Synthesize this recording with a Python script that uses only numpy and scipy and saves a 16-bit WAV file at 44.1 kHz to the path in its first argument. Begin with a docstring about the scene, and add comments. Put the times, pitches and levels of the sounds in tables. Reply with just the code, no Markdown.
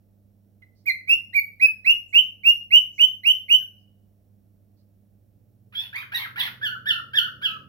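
"""A quiet room hums; then a cockatiel sings close by: eleven loud scooped whistles and three faint notes.
After a pause come four raspy squawks and four arched, nasal calls; far outside an engine gathers speed.
The voice is a harmonic stack plus torn half-order lines, coloured by the throat; sips are banded noise.
Hum and engine are sines over shaped noise; reverberation is banded decaying noise."""
import sys
import numpy as np
from scipy import signal
from scipy.fft import rfft, irfft
from scipy.io import wavfile
from scipy.ndimage import uniform_filter1d

SR = 44100
rng = np.random.default_rng(int(sys.argv[2]) if len(sys.argv) > 2 else 0)


def put_to_file(sound):
    """Save the sound as 16-bit audio at rate SR, in the file named by the first command-line argument."""
    columns = np.atleast_2d(sound).T  # one column per channel
    safe = np.clip(columns, -1, 1)
    whole_steps = np.round(safe * 32767)
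    wavfile.write(sys.argv[1], SR, whole_steps.astype(np.int16))


N = 338688
TIME = np.arange(N) / SR
CUTOFF_HZ = 15900


def from_db(db):
    """Decibels to amplitude ratio."""
    return 10 ** (np.asarray(db) / 20)


def rms_one(x):
    """Scale to unit rms."""
    return x / np.sqrt(np.mean(x ** 2) + 1e-20)


def at_hz(points, hz):
    """Read a spectrum on a log-frequency axis."""
    known_hz, values = np.transpose(points)
    return np.interp(np.log(np.maximum(hz, 1)), np.log(known_hz), values)


def noise(colour, size):
    """Noise with a given spectrum; rms 1."""
    hz = np.arange(size // 2 + 1) * SR / size
    gain = from_db(at_hz(colour, hz))
    return rms_one(irfft(rfft(rng.standard_normal(size)) * gain, size))


def spread(colour, side_db):
    """Stereo noise: a part common to both channels plus a weaker part in opposite phase."""
    common = noise(colour, size=N)
    opposed = noise(colour, size=N) * [[1], [-1]]
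    return common + from_db(side_db) * opposed


def wander(t, rate_hz):
    """Random values of zero mean and unit spread, drawn at rate_hz and joined by straight lines."""
    return np.interp((t - t[0]) * rate_hz, np.arange(4096), rng.standard_normal(4096))


def note_time(start_s, length_s):
    """The samples that a note covers, and its age in seconds at each."""
    at, size = int(start_s * SR), int(length_s * SR)
    return slice(at, at + size), TIME[:size]


def envelope_db(age, onset_db, attack_s, hold_s, fall_db_per_s):
    """Ease up from the onset level to 0 dB, hold, then fall steadily."""
    rise_db = onset_db * np.clip(1 - age / attack_s, 0, 1) ** 1.24
    return rise_db - fall_db_per_s * np.maximum(age - attack_s - hold_s, 0)


def bump(age, at_s, width_s):
    """A smooth rise to 1 and back."""
    return np.exp(-((age - at_s) / width_s) ** 2)


def glide(age, times, pitches):
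    """Pitch gliding through a few turning points, with rounded corners."""
    return uniform_filter1d(np.interp(age, times, pitches), size=400, mode="nearest")


# Reverberation decay. Each row: frequency in Hz, nominal 60 dB decay time in s.
ROOM_T60 = [(500, 0.26), (1500, 0.3477), (3000, 0.19), (6000, 0.2947), (12000, 0.25), (16000, .22)]
# Share of the voice spreading into the room. Each row: frequency in Hz, level in dB.
ROOM_SHARE = [(500, 0.94), (3000, 1), (5000, 0.84), (9000, 0), (15000, 0.77)]


def room(x, lingering_db=-21, lingering=2.4):
    """Diffuse reverberation, different at each ear: band decay times differ and a weak part lingers."""
    t = np.arange(SR * 3 // 4) / SR
    edges_hz = np.geomspace(250, 18000, 13)
    hz = np.arange(len(t) // 2 + 1) * SR / len(t)
    white = rfft(rng.standard_normal((2, len(t))))
    tail = 0
    for low, high in zip(edges_hz, edges_hz[1:]):
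        band = irfft(white * ((hz >= low) & (hz < high)), len(t))
        centre_hz = np.sqrt(low * high)
        fall = np.log(1000) * t / at_hz(ROOM_T60, centre_hz)
        decay = np.exp(-fall) + from_db(lingering_db) * np.exp(-fall / lingering)
        decay = decay * np.clip(t / 0.002, 0, 1)   # the nearest surfaces answer almost at once
        tail = tail + band * decay / np.linalg.norm(decay) * from_db(at_hz(ROOM_SHARE, centre_hz))
    return signal.fftconvolve(x[None], tail, axes=1)[:, :N]


def place(x, lag_ms, right_db, wet_db):
    """The sound reaches the right microphone a little later and louder; the room answers in both."""
    delay = np.exp(-2j * np.pi * np.arange(N // 2 + 1) * SR / N * lag_ms / 1000)
    left = x * from_db(-right_db / 2)
    right = irfft(rfft(x) * delay, N) * from_db(right_db / 2)
    return np.array([left, right]) + from_db(wet_db) * room(x)


def rasp(t, pitch, phase, colour, tear_hz, bright_db, clump_db=3.0):
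    """Irregular flapping: the period doubles, each half-order line torn in strength and phase; rms about 1."""
    out, power = 0, 0
    for half_order in np.arange(1, 26) / 2:
        hz = half_order * pitch
        treble = np.interp(hz, [2400, 3400], [0, 1])
        gain = from_db(at_hz(colour, hz) + bright_db * treble) * (hz < CUTOFF_HZ)
        torn_sine = wander(t, tear_hz) * np.sin(half_order * phase)
        torn_cosine = wander(t, tear_hz) * np.cos(half_order * phase)
        out = out + gain * (torn_sine + torn_cosine)
        power = power + gain ** 2
    return out / np.sqrt(power) * from_db(clump_db * wander(t, 310))


def syrinx(t, pitch, tone_db, overtone_db, rasp_db, throat, rasp_colour, jitter, rough_jitter,
           tear_hz, flutter_db, muffle_db=0, upper_db=0, waver_db=0):
    """One note: a harmonic stack coloured by the throat; the rougher it is, the more its pitch shakes."""
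    rasp_gain = from_db(rasp_db)
    roughness = rasp_gain / (rasp_gain + from_db(tone_db) + from_db(overtone_db))
    shake = jitter * wander(t, 450) + rough_jitter * roughness * wander(t, 900)
    phase = 2 * np.pi * np.cumsum(pitch * (1 + shake)) / SR
    note = from_db(tone_db) * np.sin(phase)
    for k in range(2, 14):
        # a closed beak swallows the low overtones
        colour_db = at_hz(throat, k * pitch) + upper_db * (k > 2) - muffle_db * (k < 4)
        flutter = flutter_db * np.log(k) * wander(t, 179.46)   # high overtones are the least steady
        gain = from_db(overtone_db + colour_db + flutter) * (k * pitch < CUTOFF_HZ)
        note += gain * np.sin(k * phase)
    fade_in = np.clip(t / 0.004, 0, 1)
    fade_out = np.clip((t[-1] - t) / 0.0033, 0, 1)
    fade = from_db(waver_db * wander(t, 200)) * fade_in * fade_out
    bright_db = np.clip(0.35 * (overtone_db - tone_db), -12, 3)   # a slack voice has a duller rasp too
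    torn = rasp_gain * rasp(t, pitch, phase, rasp_colour, tear_hz, bright_db)
    return fade * (np.sqrt(2) * note + torn)


# Mains lines and a thin whine. Each row: frequency in Hz, level in dB before wavering and balance.
HUM = [(100.1, -60.5), (200.2, -68.5), (300.3, -79.5), (5570, -99)]
# Far engine. Each row: time in s, firing rate in Hz, level in dB before balance.
ENGINE = [(4.0, 99.5, -87), (4.25, 103.9, -67.5), (5.0, 113, -75), (5.5, 116.1, -62), (6.0, 121.1, -58.5),
          (6.5, 122.5, -54), (6.85, 123.8, -54), (7.1, 130.4, -56), (7.68, 138.7, -58.5)]
# Engine rumble spectrum. Each row: frequency in Hz, relative density in dB.
ENGINE_NOISE = [(18, -46.5), (30, -21), (69, -10), (108, -9), (157, -12.5), (199, -6.5), (325, -18),
                (600, -21), (780, -45), (1320, -120)]
# Room rumble and hiss spectrum. Each row: frequency in Hz, relative density in dB.
AMBIENCE = [(20, -26.5), (45, -2), (70, -3.5), (100, -6.5), (150, -8), (190, -1), (260, -11), (400, -16.5),
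            (600, -17), (1000, -35), (2000, -40.5), (8000, -44.5), (11000, -39), (15800, -33.5)]


def background():
    """Mains hum, room rumble and hiss, and the engine's two-harmonic drone and noise through the walls."""
    hum = 0
    for hz, db in HUM:
        gain = np.sqrt(2) * from_db(db + 0.72 * wander(TIME, 5))
        hum = hum + gain * np.sin(2 * np.pi * (hz * TIME + rng.random()))
    time_s, firing_hz, engine_db = np.transpose(ENGINE)
    phase = 2 * np.pi * np.cumsum(np.interp(TIME, time_s, firing_hz)) / SR
    harmonics = np.sin(phase) + from_db(-21.5) * np.sin(2 * phase)
    drone = np.sqrt(2) * from_db(np.interp(TIME, time_s, engine_db)) * harmonics
    rumble_db = np.interp(TIME, [5.2, 6.4, 7.68], [-85, -59, -57])   # grows as it nears
    rumble = from_db(rumble_db) * spread(ENGINE_NOISE, side_db=-12)
    ambience = from_db(-65.0) * spread(AMBIENCE, side_db=-4.0)
    return (hum + drone + rumble + ambience) * from_db([[-3], [2.2]])


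# Whistles. Each row: start in s, length in s before release, starting, knee and final pitch in Hz,
# level in dB before placement, overtones and rasp in dB relative to it.
WHISTLES = [ (0.618, 0.013, 1950, 2155, 2015, -51, -18, -14),
            (0.855, 0.05, 2060, 2508, 2039, -18.5, -3.5, -33.5),
            (1.072, 0.068, 2155, 2559, 2810, -13.5, -3.5, -31.5),
            (1.329, .065, 1896, 2407, 2241, -16.5, -4.5, -32.5),
            (1.596, .069, 1982, 2524, 2578, -13, -5.5, -34.5),
            (1.662, 0.017, 1720, 1856, 1650, -52, -15, -1),
            (1.844, .073, 1980, 2593, 2866, -12.5, -3.5, -31),
            (2.126, 0.07, 2150, 2652, 3030, -10.5, -7, -31),
            (2.433, 0.079, 2217, 2733, 2842, -11, -4.5, -37),
            (2.705, .073, 2050, 2764, 3019, -8.5, -4, -38), (2.979, 0.07, 2130, 2863, 3049, -11, -2.5, -35),
            (3.233, 0.085, 1997, 2730, 3058, -13, -2.5, -39),
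            (3.483, .073, 2127, 2813, 3038, -11.5, -4, -37), (3.596, 0.036, 1740, 1705, 1500, -59, -30, -1)]
# Throat and beak on the overtones. Each row: frequency in Hz, gain in dB.
WHISTLE_THROAT = [(4000, -7.5), (4700, -29.5), (5800, -31), (7200, -46), (8800, -42), (10500, -33.5),
                  (12000, -24), (14000, -32.5), (16000, -39.5)]
# Rasp of the crack. Each row: frequency in Hz, relative gain in dB.
CRACK_COLOUR = [(500, -28), (1200, -21.5), (2000, 5), (2800, 5), (4000, -11), (7500, -19.5), (10000, -9),
                (13000, -10), (16000, -10)]
SCOOP_SHARE, KNEE_SHARE, GLIDE_END_SHARE = 0.06, 0.36, 0.93   # shares of the note's length
WHISTLE_ONSET_DB, ATTACK_SHARE, HOLD_SHARE, SWELL_DB_PER_LENGTH = -28.5, 0.49, 0.45, 1.5
WHISTLE_RELEASE_S, WHISTLE_FALL_DB_PER_S = 0.016, 829
CRACK_SHARE, CRACK_FALL_DB_PER_S, CRACK_REST_DB = 0.31, 1000.5, -26
BEAK_OPENS_S, BEAK_CLOSED_DB, BEAK_OPEN_DB = 0.014, 6, -0.5   # loss of harmonics 2 and 3


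def whistles():
    """Nearly pure notes scoop to a knee, where the voice cracks and the beak opens, then glide and swell."""
    out = np.zeros(N)
    for start, length, *pitches, level_db, overtone_db, rasp_db in WHISTLES:
        span, age = note_time(start, length + WHISTLE_RELEASE_S)
        pitch = glide(age / length, [SCOOP_SHARE, KNEE_SHARE, GLIDE_END_SHARE], pitches)
        tone_db = level_db + envelope_db(
            age, WHISTLE_ONSET_DB, ATTACK_SHARE * length, HOLD_SHARE * length, WHISTLE_FALL_DB_PER_S)
        swell_db = SWELL_DB_PER_LENGTH * (age / length - ATTACK_SHARE - HOLD_SHARE)
        since_crack = age - CRACK_SHARE * length
        crack_db = np.maximum(-CRACK_FALL_DB_PER_S * np.abs(since_crack), CRACK_REST_DB)
        beak_db = np.interp(since_crack / BEAK_OPENS_S, [-0.5, 0.5], [BEAK_CLOSED_DB, BEAK_OPEN_DB])
        out[span] += syrinx(
            age, pitch, tone_db + swell_db, tone_db + overtone_db, level_db + rasp_db + crack_db,
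            WHISTLE_THROAT, CRACK_COLOUR, jitter=0.0071, rough_jitter=0.096, tear_hz=2370,
            flutter_db=5.0, muffle_db=beak_db)
    return place(out, lag_ms=0.1293, right_db=5.0, wet_db=-5.5)


# Faint sips of air. Each row: start in s, length in s, centre in Hz, level in dB before fade and placement.
SIPS = [(0.746, 0.086, 4770, -77), (2.067, 0.072, 7240, -73.5), (2.909, 0.14, 6050, -69),
        (3.771, 0.077, 5100, -84.5), (4.761, 0.07, 4560, -81.5)]


def sips():
    """The bird draws air through its beak: a soft band of hiss."""
    out = np.zeros(N)
    for start, length, hz, level_db in SIPS:
        span, age = note_time(start, length)
        size = len(age)
        hiss = noise([(hz / 2, -40), (hz, 0), (hz * 2.0, -40)], size=size)
        out[span] += from_db(level_db) * np.hanning(size) ** 0.5 * hiss
    return place(out, lag_ms=0.099, right_db=11.0, wet_db=-2.0)


# Squawks. 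Each row: start in s, length in s, break after s, starting, knee, break and rasp pitch in Hz,
# fundamental in dB, overtones at knee and at break in dB, extra on harmonics above 2 in dB, rasp in dB;
# levels before placement.
SQUAWKS = [ (5.722, 0.15, 0.083, 1163, 1620, 1740, 1783, -61.5, -37.5, -27, -8, -45),
           (5.927, 0.11, 0.052, 1427, 2186, 2515, 2402, -39.5, -33, -48, 8.5, -39.5),
           (6.118, .153, .057, 1438, 1961, 1758, 2147, -38, -16.5, -27, -3, -33),
           (6.357, 0.13, .058, 1385, 2060, 1592, 2120, -39.5, -29, -24, -10.5, -31.5)]
# Throat on squawks and arched calls. Each row: frequency in Hz, gain in dB.
CALL_THROAT = [(2300, -6), (3000, 7), (3700, -7.5), (4500, -16.5), (5500, -28.5), (6500, -33), (8000, -50),
               (9600, -38), (11000, -36.5), (12800, -23.5), (14300, -38), (15400, -46)]
# Rasp of squawks and arched calls. Each row: frequency in Hz, relative gain in dB.
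RASP_COLOUR = [(350, -65), (700, -17), (1100, -2), (2200, 2.5), (3200, 6), (4400, -6), (5600, -17.5),
               (7500, -35.5), (10000, -18), (12800, -6.5), (16000, -17)]
SQUAWK_SCOOP_S, KNEE_PUSH_DB, KNEE_WIDTH_S = 0.032, 8.5, 0.013
RING_ONSET_DB, RING_ATTACK_S, RING_FALL_DB_PER_S = -49.5, 0.011, 482
JUMP_SHARE, SINK_SHARE, SINK_TO_HZ = 0.085, 0.6, 1204   # shares of the time after the break
RASP_ONSET_DB, RASP_HOLD_S, RASP_FALL_DB_PER_S = -6, 0.025, 189


def squawks():
    """Notes scoop up to a knee, ring briefly in the overtones and break into a rasp that dies away."""
    out = np.zeros(N)
    for (start, length, break_s, *pitches, torn_hz,
         level_db, knee_db, break_db, upper_db, rasp_db) in SQUAWKS:
        span, age = note_time(start, length)
        rasp_turns = break_s + (length - break_s) * np.array([0, JUMP_SHARE, SINK_SHARE, 1])
        pitch = glide(age, [0, SQUAWK_SCOOP_S, *rasp_turns], [*pitches, torn_hz, torn_hz, SINK_TO_HZ])
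        tone_db = level_db + KNEE_PUSH_DB * bump(age, SQUAWK_SCOOP_S, KNEE_WIDTH_S)
        ring_db = np.interp(age, [SQUAWK_SCOOP_S, break_s], [knee_db, break_db])
        ring_db = ring_db + envelope_db(
            age - SQUAWK_SCOOP_S + RING_ATTACK_S, RING_ONSET_DB, RING_ATTACK_S,
            break_s - SQUAWK_SCOOP_S, RING_FALL_DB_PER_S)
        torn_db = rasp_db + envelope_db(age, RASP_ONSET_DB, break_s, RASP_HOLD_S, RASP_FALL_DB_PER_S)
        out[span] += syrinx(
            age, pitch, tone_db, ring_db, torn_db, CALL_THROAT, RASP_COLOUR, jitter=0.0048,
            rough_jitter=0.084, tear_hz=446, flutter_db=5.5, upper_db=upper_db, waver_db=-0.5)
    return out


# Arched calls. Each row: start in s, length in s, resting and top pitch in Hz, rebound from 0 to 1,
# resting fundamental in dB, overtones in dB, extra on harmonics above 2 in dB; levels before placement.
ARCHED_CALLS = [ (6.612, 0.15, 1406, 1744, 0.32, -38, -26.5, -1.5),
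                (6.855, 0.15, 1358, 1823, 0.2, -37.5, -20, -1), (7.132, .150, 1388, 1811, 0.3, -37, -19, 0),
                (7.414, 0.16, 1287, 1695, 0.08, -43, -24, -3)]
ARCH_AT_S, ARCH_WIDTH_S, REBOUND_AT_S, REBOUND_WIDTH_S = 0.028, 0.024, 0.116, 0.0169
EFFORT_DB, END_SAG_HZ, END_SAG_S = 10.5, 93, 0.013
NASAL_ONSET_DB, NASAL_ATTACK_S, NASAL_HOLD_S, NASAL_FALL_DB_PER_S = -35, 0.032, 0.0036, 365
CALL_RASP_DB, CALL_RASP_FALL_DB_PER_S = -44.5, 187


def arched_calls():
    """Nasal notes: effort arches and rebounds, driving pitch and fundamental; pitch sags at the end."""
    out = np.zeros(N)
    for start, length, rest_hz, top_hz, rebound, level_db, overtone_db, upper_db in ARCHED_CALLS:
        span, age = note_time(start, length)
        arch = bump(age, ARCH_AT_S, ARCH_WIDTH_S)
        effort = arch + rebound * bump(age, REBOUND_AT_S, REBOUND_WIDTH_S)
        pitch = rest_hz + (top_hz - rest_hz) * effort - END_SAG_HZ * bump(age, length, END_SAG_S)
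        nasal_db = overtone_db + envelope_db(
            age, NASAL_ONSET_DB, NASAL_ATTACK_S, NASAL_HOLD_S, NASAL_FALL_DB_PER_S)
        rasp_db = CALL_RASP_DB - CALL_RASP_FALL_DB_PER_S * age
        out[span] += syrinx(
            age, pitch, level_db + EFFORT_DB * effort, nasal_db, rasp_db, CALL_THROAT, RASP_COLOUR,
            jitter=0.01, rough_jitter=0.17, tear_hz=834, flutter_db=4.5, upper_db=upper_db, waver_db=2.0)
    return out


def scene():
    """The bird over the quiet of the house; it turns its head aside before the squawks and calls."""
    quiet = background()
    song = whistles()
    breaths = sips()
    turned_aside = place(squawks() + arched_calls(), lag_ms=0.2, right_db=3.5, wet_db=-1.5)
    return quiet + song + breaths + turned_aside


def record(dry):
    """A steep elliptic low-pass cuts the top."""
    lowpass = signal.ellip(12, 0.1, 80, CUTOFF_HZ, fs=SR, output="sos")
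    return signal.sosfilt(lowpass, dry)


dry = scene()
out = record(dry)
put_to_file(out)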